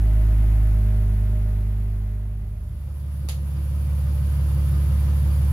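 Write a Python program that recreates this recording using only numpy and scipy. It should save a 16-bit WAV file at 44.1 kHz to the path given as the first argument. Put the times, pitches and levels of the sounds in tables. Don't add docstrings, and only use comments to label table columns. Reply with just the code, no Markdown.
import sys
import numpy as np
from scipy import signal
from scipy.fft import rfft, irfft, next_fast_len
from scipy.io import wavfile
from scipy.ndimage import uniform_filter1d, map_coordinates

SR = 44100
rng = np.random.default_rng(int(sys.argv[2]) if len(sys.argv) > 2 else 0)


def master(y):
    cut = np.clip(np.atleast_2d(y).T, -1, 1)
    pcm = np.round(cut * 32767)
    wavfile.write(sys.argv[1], SR, pcm.astype(np.int16))


def invert_db(x):
    u = np.asarray(x, float) / 20
    return 10 ** u


N = 243429

# (frequency [Hz], correlation [-1 to 1])
SLOW_ALIKE = [(60, 1), (130, 0.77), (290, 1), (640, 0.61), (1400, 0.081), (2100, -0.17), (5500, -0.023),
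              (7600, -0.15), (10000, 0.12), (16000, -0.032)]
# (frequency [Hz], left minus right [dB])
SLOW_SIDES = [(60, -1.5), (92, -1.0), (140, 1.0), (210, -0.5), (330, -0.5), (500, 2.0), (770, -2.0),
              (1170, -1.5), (1790, -0.5), (2740, -0.5), (4190, -0.5), (6410, -1.0), (9810, -4.0),
              (15000, 0.5)]


def fast_idle():
    fast_cyl = [(1.0, 0.0), (1.048, 0.013), (1.036, 0.002), (1.094, 0.017), (1.063, 0.001), (1.103, 0.017)]
    # (centre [Hz], width [Hz], signed gain [ratio])
    fast_pipe = [(65.0, 38.3, -5.0), (74.7, 41.4, 4.489), (161.6, 20.2, -0.109), (222.2, 11.7, 0.15),
                 (299.9, 8.0, 0.033), (368.0, 22.1, -0.024)]
    # (centre [Hz], width [Hz], gain [dB])
    loaded = [(103, 48, -2.5), (209.6, 6.5, -6), (318, 21, 10), (272, 15, -2), (413, 83, -5.5)]
    unloaded = [(100, 21, 1.5), (150, 5.6, -2), (205, 42, 2), (308, 8.3, -4.5), (355, 20, 5.5),
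                (406, 9.3, 3)]
    # (multiple of the cycle rate), then (level against the drone [dB])
    fast_orders = [71, 72, 73, 90, 144, 168, 198, 243]
    fast_whine = [-46.5, -35, -48, -46.5, -47.5, -52.5, -51.5, -52.5]
    # (frequency [Hz], density [dB per Hz])
    fast_rumble = [(12, -16), (30, -16), (60, 3), (100, 4.5), (200, -6), (300, -30)]
    fast_body = [(140, -4.5), (230, -4), (258, -12.5), (378, -10), (491, -21), (560, -14.5), (620, -10.5),
                 (707, -11), (783, -14), (1160, -17), (1960, -19.5), (2660, -23), (7500, -37.5),
                 (9750, -58), (16500, -120)]
    fast_hiss = [(4410, -43), (7500, -42), (8570, -2), (10700, 8), (14000, 3), (15100, -3), (16000, -23)]
    # (centre [Hz], width [Hz], gain [dB])
    fast_bay = [(1190, 55, -4), (1452, 7.4, 4.5), (1970, 52, 3), (2520, 16, 5), (4630, 45, 2.5),
                (6920, 91, 8.5), (7800, 370, -8)]
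    # (frequency [Hz], correlation [-1 to 1])
    fast_alike = [(60, 0.81), (290, 0.82), (640, 0.65), (1400, 0.077), (2100, 0.08), (2800, -0.091),
                  (4100, -0.4), (7000, -0.17), (11000, -0.01), (13800, -0.23), (16000, 0.65)]
    # (frequency [Hz], left minus right [dB])
    fast_sides = [(60, -1.0), (92, -1.0), (140, -1.0), (210, -0.5), (330, -1.5), (500, -0.5), (770, -1.0),
                  (1170, 0.5), (1790, -0.5), (2740, -0.5), (4190, 0.5), (6410, 0.0), (9810, -1.5),
                  (15000, 4.0)]

    t = np.arange(N) / SR
    cold_rpm, warm_rpm, sag_rpm_per_s = 1042.4, 1025.9, 6.06
    step_s = (.56, .97)
    rpm = cold_rpm + (warm_rpm - cold_rpm) * ramp(step_s)
    rpm = rpm - sag_rpm_per_s * np.maximum(t - step_s[1], 0)
    cycle = cycles(rpm, mark=(.5, .535))

    unload_s = (.68, .88)
    eased = .094 * ramp((0, unload_s[0]))
    load = np.clip(1 - eased, 0, 1) * (1 - ramp(unload_s))
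    gas = exhaust(cycle, fast_cyl, fast_pipe, scatter=.008, top_hz=450)
    under_load = filtered(gas, lambda hz: bumps(loaded, hz))
    free = filtered(gas, lambda hz: bumps(unloaded, hz))
    drone = invert_db(1.94 * load) * (load * under_load + (1 - load) * free)
    tone = drone + whine(cycle, fast_orders, fast_whine, unsteady_db=2.5) + whistles()

    rumble = invert_db(-33) * rush(fast_rumble, fast_alike, patchy_db=1)
    bay = filtered(rush(fast_body, fast_alike, patchy_db=.6), lambda hz: bumps(fast_bay, hz))
    body = invert_db(-29) * throb(cycle, [(6, .11, .26), (8, .1, .27)]) * bay
    jet = rush(fast_hiss, fast_alike, patchy_db=.4)
    hiss = invert_db(-40.5) * throb(cycle, [(6, .15, .11), (3, .05, .1), (2, .05, .16)]) * jet

    heard = sides(tone + rumble + body + hiss, fast_sides, lead=-.071)
    heard = heard + .033
    return invert_db(-14.5) * (1 - ramp((.56, 3.115))) * heard


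def slow_idle():
    # (time [s], crank speed [rpm])
    hunt = [
        (2.35, 699.9),
        (2.59, 712.7),
        (3.09, 714.9),
        (3.52, 706.5),
        (3.88, 717.6),
        (4.3, 709.7),
        (4.76, 706.6),
        (4.97, 712.4),
        (5.35, 714),
    ]
    slow_cyl = [(1.0, 0.0), (0.876, 0.003), (0.919, -0.005), (0.792, 0.005), (0.94, -0.006), (0.84, 0.012)]
    # (centre [Hz], width [Hz], signed gain [ratio])
    slow_pipe = [(65.1, 6.0, 1.813), (71.9, 17.9, -2.278), (87.9, 16.7, 2.011), (132.3, 12.4, 4.518),
                 (136.5, 6.8, -5.0), (152.7, 28.0, -0.468), (192.9, 6.0, -1.273), (194.9, 10.5, 1.089),
                 (203.1, 7.2, -0.491)]
    # (multiple of the cycle rate), then (level against the drone [dB])
    slow_orders = [54, 57, 90, 99, 114, 120]
    slow_whine = [-49, -38.5, -40.5, -40, -44, -58]
    # (frequency [Hz], density [dB per Hz])
    chamber = [(200, -60), (290, -11), (320, 21), (345, -5), (375, -24), (600, -62)]
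    bend = [(120, -60), (175, -20), (195, 0), (215, -1), (235, -20), (350, -60)]
    # (frequency [Hz], density [dB per Hz])
    slow_rumble = [(12, -9), (25, -6), (45, -2), (60, -4.5), (130, 6.5), (200, -1), (300, -30)]
    slow_body = [(140, -6), (230, -4.5), (274, -7.5), (336, -2.5), (431, -13), (520, -7.5), (867, -11),
                 (1230, -11.5), (2050, -17), (2410, -18.5), (2590, -20), (4700, -23.5), (7500, -37.5),
                 (9750, -59), (16500, -120)]
    slow_hiss = [(4410, -35), (7500, -39), (8870, -5), (10200, 7.5), (10900, 8), (15000, -2),
                 (16000, -24.5)]
    # (centre [Hz], width [Hz], gain [dB])
    slow_bay = [(496, 40, 5), (660, 36, -3), (1003, 29, 4), (1227, 17, 5), (2410, 37, 4), (2820, 64, 4.5),
                (3170, 61, 3.5), (3580, 30, 6.5), (4030, 230, -2), (4720, 100, 4.5), (5630, 150, 3.5),
                (6000, 150, -2), (6820, 65, 15.5), (7600, 320, -2)]

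    rpm, = curves(hunt)
    cycle = cycles(rpm, mark=(4.3, .368))
    gas = exhaust(cycle, slow_cyl, slow_pipe, scatter=.017, top_hz=228)
    tone = gas + whine(cycle, slow_orders, slow_whine, unsteady_db=2)

    boom = invert_db(-41) * throb(cycle, [(1, .99, .19)]) * rush(chamber, SLOW_ALIKE, patchy_db=-2.5)
    boom += invert_db(-41) * throb(cycle, [(1, 1.3, .16)]) * rush(bend, SLOW_ALIKE, patchy_db=0)
    lumps = throb(cycle, [(1, .043, .61), (2, .081, .43)])
    rumble = invert_db(-24) * lumps * rush(slow_rumble, SLOW_ALIKE, patchy_db=1.5)

    bay = filtered(rush(slow_body, SLOW_ALIKE, patchy_db=.9), lambda hz: bumps(slow_bay, hz))
    body = invert_db(-28) * throb(cycle, [(3, .024, .087), (2, .062, .048)]) * bay
    puffs = throb(cycle, [(1, .15, .56), (2, .05, 1.0), (3, .098, .43), (6, .15, .11)])
    hiss = invert_db(-34 + .7 * wobble(16)) * puffs * rush(slow_hiss, SLOW_ALIKE, patchy_db=.6)

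    governor_rpm, swell_db_per_rpm = 711, .0449
    pipe = invert_db(swell_db_per_rpm * (rpm - governor_rpm)) * (tone + boom + rumble)
    return invert_db(-16.5) * ramp((2.19, 4.777)) * sides(pipe + body + hiss, SLOW_SIDES, lead=.09)


def exhaust(cycle, cylinders, pipe, scatter, top_hz):
    firing = np.arange(np.ceil(cycle[0] * 6) - 12, cycle[-1] * 6 - 1).astype(int)
    charge, late = np.array(cylinders)[firing % 6].T
    gap = N / (cycle[-1] - cycle[0]) / 6
    lead = 13 * gap
    known_firings = 6 * np.r_[cycle[0] - 13 / 6, cycle]
    at = np.interp(firing + late, known_firings, np.r_[0, lead + np.arange(N)])
    size = charge * (1 + scatter * rng.standard_normal(len(at))) * gap / 2

    whole, part, length = at.astype(int), at % 1, N + SR
    train = np.bincount(whole, size * (1 - part), length)
    train = train + np.bincount(whole + 1, size * part, length)

    f = np.fft.rfftfreq(length, 1 / SR)
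    ring = sum(g * 1j * f * w / (c * c - f * f + 1j * f * w) for c, w, g in pipe)
    mouth = (1j * f / (40 + 1j * f)) ** 2
    silencer = 1 / (1 + (f / top_hz) ** 12)
    return irfft(rfft(train) * ring * mouth * silencer, length)[round(lead):][:N]


def cycles(rpm, mark):
    done = np.cumsum(rpm / 60 / 2) / SR
    return done - done[round(mark[0] * SR)] + mark[1]


def throb(cycle, depths):
    return np.exp(sum(depth * np.cos(2 * np.pi * (k * cycle - turn)) for k, depth, turn in depths))


def whine(cycle, orders, levels_db, unsteady_db):
    out = np.zeros(N)
    for order, db in zip(orders, levels_db):
        level = invert_db(db + unsteady_db * wobble(6))
        out += level * np.sin(2 * np.pi * order * cycle + .5 * wobble(3.97))
    return out


def snap():
    # (time [s], level [dB], decay time t60 [s])
    bursts = [
        (3.2872, -29, .025),
        (3.293, -35, .24),
    ]
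    # (frequency [Hz], density [dB per Hz])
    snap_tone = [(250, -26), (500, -1), (1260, -12), (2000, -7.5), (3000, -3.5), (4600, -3), (5500, -10),
                 (6800, -4), (8450, -18.5), (10800, -2.5), (13000, -13), (16000, -22)]
    # (time [s], level [dB], frequency [Hz], decay time t60 [s])
    snap_ring = [
        (3.288, -22, 4500, .006),
        (3.2885, -26, 11400, .007),
        (3.294, -30, 3500, .008),
        (3.246, -38, 312, .1),
    ]
    t = np.arange(N) / SR
    fall = np.zeros(N)
    for s, db, t60 in bursts:
        onset = np.clip((t - s) / .00029, 0, 1)
        fall += invert_db(db - 60 * np.abs(t - s) / t60) * onset
    air = rush(snap_tone, SLOW_ALIKE, patchy_db=.5)
    return sides(fall * air, SLOW_SIDES, lead=.09) + struck_metal(snap_ring)


def pings():
    # (time [s], level [dB], frequency [Hz], decay time t60 [s])
    ticks = [
        (3.568, -49, 4780, .03),
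        (4.3, -54, 6930, .03),
        (4.75, -45, 4700, 0.026),
        (5.31, -46, 4720, .03),
        (5.35, -52, 6930, .03),
    ]
    return struck_metal(ticks)


def struck_metal(strikes):
    out, t = np.zeros((2, N + SR)), np.arange(SR // 10) / SR
    for s, db, hz, t60 in strikes:
        ring = invert_db(db - 60 * t / t60) * (1 - np.exp(-t / .0012))
        phase = rng.uniform(0, 1, (2, 1))
        out[:, round(s * SR):][:, :len(t)] += ring * np.sin(2 * np.pi * hz * t + phase)
    return out[:, :N]


def whistles():
    # (frequency [Hz], level against the drone [dB])
    electric = [(9080, -69), (13620, -68)]
    t = np.arange(N) / SR
    return sum(invert_db(db + wobble(5)) * np.sin(2 * np.pi * hz * t) for hz, db in electric)


def rush(spectrum, alike, patchy_db):
    z = signal.stft(rng.standard_normal((2, N)), nperseg=512)[2]
    field = uniform_filter1d(rng.standard_normal(z.shape[1:]), size=8, axis=0)
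    field = uniform_filter1d(field, size=8, axis=1)
    pair = signal.istft(z * invert_db(patchy_db * unit(field)), nperseg=512)[1][:, :N]

    def response(hz):
        turn = np.arccos(np.clip(along(alike, hz), -1, 1)) / 2
        return invert_db(along(spectrum, hz)) * [np.cos(turn), np.sin(turn)]

    mid, side = filtered(pair, response)
    return unit(np.array([mid + side, mid - side]))


def sides(x, balance, lead):
    # (centre [Hz], width [Hz], gain [dB])
    ports = [(8800, 1100, -2), (12800, 1300, 2)]

    def response(hz):
        tilt = invert_db(along(balance, hz)) * bumps(ports, hz) * np.exp(1j * lead * np.exp(-hz / 200))
        return np.sqrt(tilt) ** np.array([[1], [-1]])

    return filtered(x, response)


def bumps(modes, hz):
    return invert_db(sum(db * np.exp(-.5 * ((hz - c) / w) ** 2) for c, w, db in modes))


def filtered(x, response):
    m = next_fast_len(N + SR // 2)
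    return irfft(rfft(x, m) * response(np.fft.rfftfreq(m, 1 / SR)), m)[..., :N]


def along(points, hz):
    f, v = np.transpose(points)
    return np.interp(np.log(hz + 1), np.log(f + 1), v)


def curves(rows):
    s, *cols = np.transpose(rows)
    return [np.interp(np.arange(N) / SR, s, c) for c in cols]


def ramp(span):
    return np.clip((np.arange(N) / SR - span[0]) / (span[1] - span[0]), 0, 1)


def wobble(rate):
    knots = rng.standard_normal(int(N * rate / SR) + 4)
    return map_coordinates(knots, [np.arange(N) * rate / SR])


def unit(x):
    return x / np.sqrt(np.mean(x ** 2) + 1e-20)


def scene():
    return fast_idle() + slow_idle() + snap() + pings()


def band_limit(x):
    return signal.sosfilt(signal.butter(12, 16460, fs=SR, output="sos"), x)


def record(dry):
    top_hz = 15785
    mix = filtered(dry, lambda hz: hz < top_hz)
    return band_limit(mix)


dry = scene()
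out = record(dry)
master(out)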